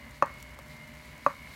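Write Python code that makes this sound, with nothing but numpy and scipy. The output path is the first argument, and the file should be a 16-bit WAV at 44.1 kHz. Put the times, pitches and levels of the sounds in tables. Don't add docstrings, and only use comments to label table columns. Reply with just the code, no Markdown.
import sys
import numpy as np
from scipy import signal
from scipy.fft import rfft, irfft, next_fast_len
from scipy.io import wavfile
from scipy.ndimage import map_coordinates

SR = 44100
rng = np.random.default_rng(int(sys.argv[2]) if len(sys.argv) > 2 else 0)


def bounce(signal):
    frames = np.transpose(np.atleast_2d(signal))
    limited = np.clip(frames, -1, 1)
    pcm = np.round(limited * 32767).astype(np.int16)
    wavfile.write(sys.argv[1], SR, pcm)


N = 68355

# delay_s, level_db
REFLECTIONS = [(.0035, -13), (.0081, -19.5), (.0137, -24), (0.0203, -24), (0.028, -29), (.0445, -30),
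               (.075, -32)]


def spoon_knocks():
    # start_s, level_db, treble_tilt_db_per_octave, crack_db, body_boost_db
    knocks = [(0.2236, -7, 2, -26, 8.5), (.5885, -32, -20, -13, -4), (1.2633, -6.5, -0.53, -31, -9.5)]
    # pitch_hz, level_db, t60_s
    pan_modes = [(160, -22, 0.049), (266.6, -21.5, 0.042), (564.4, -9.5, 0.052), (856, -24.5, 0.061),
                 (950.5, -19.5, 0.072), (1061.6, -5, 0.035), (1145, -1, 0.025), (1216, -23, 0.06),
                 (1890, -20, 0.024), (2534, -18.5, 0.013), (4305, -28.5, 0.0095), (5284, -35.5, 0.016),
                 (6490, -30.5, 0.009)]
    # frequency_hz, level_db
    crack_eq = [(300, 10.5), (2500, 0), (7000, -6), (15000, -15.5)]
    press_s, crack_t60_s = 0.00083, 0.018
    tilt_above_hz, body_hz, body_width_hz = 930, 800, 145
    out, t = np.zeros(N), np.arange(SR // 2) / SR
    hz, mode_db, t60 = np.transpose(pan_modes)[..., None]
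    attack = 1 - np.exp(-(t / press_s) ** 2)
    treble_octaves = np.log2(np.maximum(hz / tilt_above_hz, 1))
    body_band = np.exp(-((hz - body_hz) / body_width_hz) ** 2)
    for start_s, level_db, tilt, crack_db, body_db in knocks:
        strike_db = tilt * treble_octaves + body_db * body_band
        modes = amp(mode_db + strike_db - 60 * t / t60) * np.sin(2 * np.pi * hz * t)
        ring = modes.sum(axis=0) * attack
        crack = unit(coloured(rng.standard_normal(len(t)), crack_eq))
        crack *= amp(crack_db - 60 * t / crack_t60_s)
        knock = amp(level_db) * (ring + crack)
        add(out, start_s, kitchen_reverb(knock))
        for delay_s, wall_db in REFLECTIONS:
            add(out, start_s + delay_s, amp(wall_db) * knock)
    low_cut = signal.butter(2, 110, "high", fs=SR, output="sos")
    return signal.sosfilt(low_cut, out)


def sizzle():
    # start_s, peak_db
    snaps = [(.110, -38), (.2598, -37), (0.341, -43), (.4023, -40), (0.4273, -27.5), (0.5898, -33.5),
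             (0.6692, -47), (.7665, -41), (.950, -47)]
    # frequency_hz, level_db
    fat_eq = [(500, -26), (2800, -12), (4500, -4.5), (6800, -3.5), (9500, -7), (12500, -6.5), (16000, -11)]
    bubbles_per_s, bed_db, spread_db = 660, -67, 5
    spray_gain, spray_t60_s = 0.23, 0.0074
    t = np.arange(SR // 50) / SR
    bubbles = (rng.random(N) < bubbles_per_s / SR) * rng.choice([-1, 1], N)
    bubbles = bubbles * amp(spread_db * rng.standard_normal(N))
    out = amp(bed_db) * unit(coloured(bubbles, fat_eq))
    click = t == 0
    for start_s, peak_db in snaps:
        spray = spray_gain * rng.standard_normal(len(t)) * amp(-60 * t / spray_t60_s)
        snap = coloured(click + spray, fat_eq)
        add(out, start_s, amp(peak_db) * snap / np.abs(snap).max())
    return kitchen_reverb(out)


def steam():
    # time_s, level_db
    swell = [(0, -61.5), (.35, -60), (.55, -59), (.75, -60), (1.1, -58), (1.3, -58), (1.42, -58.5),
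             (1.55, -57)]
    # frequency_hz, level_db
    hiss_eq = [(2000, -3), (3300, -4), (4300, 0), (5300, -7), (8000, -10.5), (10300, -11.5), (12500, -11),
               (16000, -19.5)]
    hiss_db, = curves(swell)
    return noise(hiss_eq) * amp(hiss_db + 1.2 * wobble(per_s=18))


def motor():
    # time_s, turns_per_s
    shaft_speed = [(0, 73.9), (.3, 75), (.45, 75.3), (.6, 75.4), (.8, 75.8), (1.15, 75.6), (1.4, 75.9),
                   (1.55, 76.4)]
    # time_s, level_db
    hum_swell = [(0, -66), (.7, -61), (1.0, -62), (1.5, -71)]
    # time_s, level_28th_db, level_29th_db
    whine_swell = [(0, -57, -77), (.15, -66.5, -69), (.3, -68, -52.5), (.45, -65.5, -54), (.68, -57.5, -63),
                   (.84, -54.5, -91), (1.0, -59.5, -63.5), (1.1, -65, -55.5), (1.22, -71.5, -61),
                   (1.38, -56.5, -55), (1.55, -55, -60)]
    # multiple_of_speed, level_db
    overtones = [(2, -63), (3, -66.5), (13, -69), (23, -71.5), (26, -69.5), (27, -66), (30, -70.5),
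                 (31, -70), (32, -81), (38, -73.5), (39, -74)]
    jitter_hz, stray_rad, roughness = 0.062, 0.61, 0.26
    waver_db, waver_per_s = 2.5, 8.92
    speed, = curves(shaft_speed)
    angle = 2 * np.pi * np.cumsum(speed + jitter_hz * wobble(per_s=25.5)) / SR

    def tone(order):
        return np.sqrt(2) * np.sin(order * angle + stray_rad * wobble(waver_per_s))

    hum_db, = curves(hum_swell)
    lower_db, upper_db = curves(whine_swell)
    whine = amp(lower_db) * tone(order=28) + amp(upper_db) * tone(order=29)
    faint = sum(amp(db + waver_db * wobble(waver_per_s)) * tone(order) for order, db in overtones)
    hum = amp(hum_db) * tone(order=8)
    flicker = 1 + roughness * wobble(per_s=90)
    return hum + (whine + faint) * flicker


def air_rumble():
    # frequency_hz, level_db
    rumble_eq = [(20, -51), (40, -15), (60, 8.5), (95, -8), (145, 1.5), (185, -11.5), (240, -2), (330, -17),
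                 (450, -19), (600, -12.5), (760, -18), (1020, -12.5), (1350, -17.5), (2050, -11),
                 (2550, -20), (3000, -22), (3600, -29.5), (8000, -79)]
    level_db, waver_db = -50, 1.88
    return noise(rumble_eq) * amp(level_db + waver_db * wobble(per_s=9.62))


def kitchen_reverb(x):
    # frequency_hz, t60_s
    decay = [(150, 0.19), (1200, 0.26), (4000, 0.19), (12000, 0.098)]
    # frequency_hz, level_db
    tail_eq = [(200, 3.5), (600, -9), (900, -5.5), (1300, -4), (1550, 4), (1850, 7), (2600, 0), (6000, -2)]
    send_db, predelay_s = -13, REFLECTIONS[0][0]
    hz, t, bands = signal.stft(rng.standard_normal(SR // 2), SR, nperseg=256)
    _, tail = signal.istft(bands * amp(-60 * t / along(decay, hz)[:, None]), SR, nperseg=256)
    tail = coloured(tail / np.linalg.norm(tail), tail_eq)
    tail = np.pad(tail, (round(predelay_s * SR), 0))
    return x + amp(send_db) * signal.fftconvolve(x, tail)[:len(x)]


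def amp(db):
    return 10 ** (np.asarray(db) / 20)


def unit(x):
    return x / np.sqrt(np.mean(x ** 2) + 1e-20)


def along(points, hz):
    point_hz, values = np.transpose(points)
    return np.interp(np.log(hz + 1), np.log(point_hz + 1), values)


def curves(rows):
    time_s, *columns = np.transpose(rows)
    return [np.interp(np.arange(N) / SR, time_s, column) for column in columns]


def wobble(per_s):
    return map_coordinates(rng.standard_normal(256), [np.arange(N) * per_s / SR], mode="wrap")


def coloured(x, eq, size=2048):
    cepstrum = irfft(np.log(amp(along(eq, np.fft.rfftfreq(size, 1 / SR)))))
    cepstrum[1:size // 2] *= 2
    cepstrum[size // 2 + 1:] = 0
    impulse = irfft(np.exp(rfft(cepstrum)))
    return signal.fftconvolve(x, impulse)[:len(x)]


def noise(eq):
    white = rfft(rng.standard_normal(2 * N))
    gain = amp(along(eq, np.fft.rfftfreq(2 * N, 1 / SR)))
    return unit(irfft(white * gain)[:N])


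def add(track, start_s, sound):
    part = track[round(start_s * SR):][:len(sound)]
    part += sound[:len(part)]


def scene():
    return (spoon_knocks() + sizzle() + steam() + motor() + air_rumble())[None]


def record(dry):
    top_hz = 16000
    size = next_fast_len(N + SR // 2)
    passband = np.fft.rfftfreq(size, 1 / SR) < top_hz
    return irfft(rfft(dry, size) * passband, size)[..., :N]


dry = scene()
out = record(dry)
bounce(out)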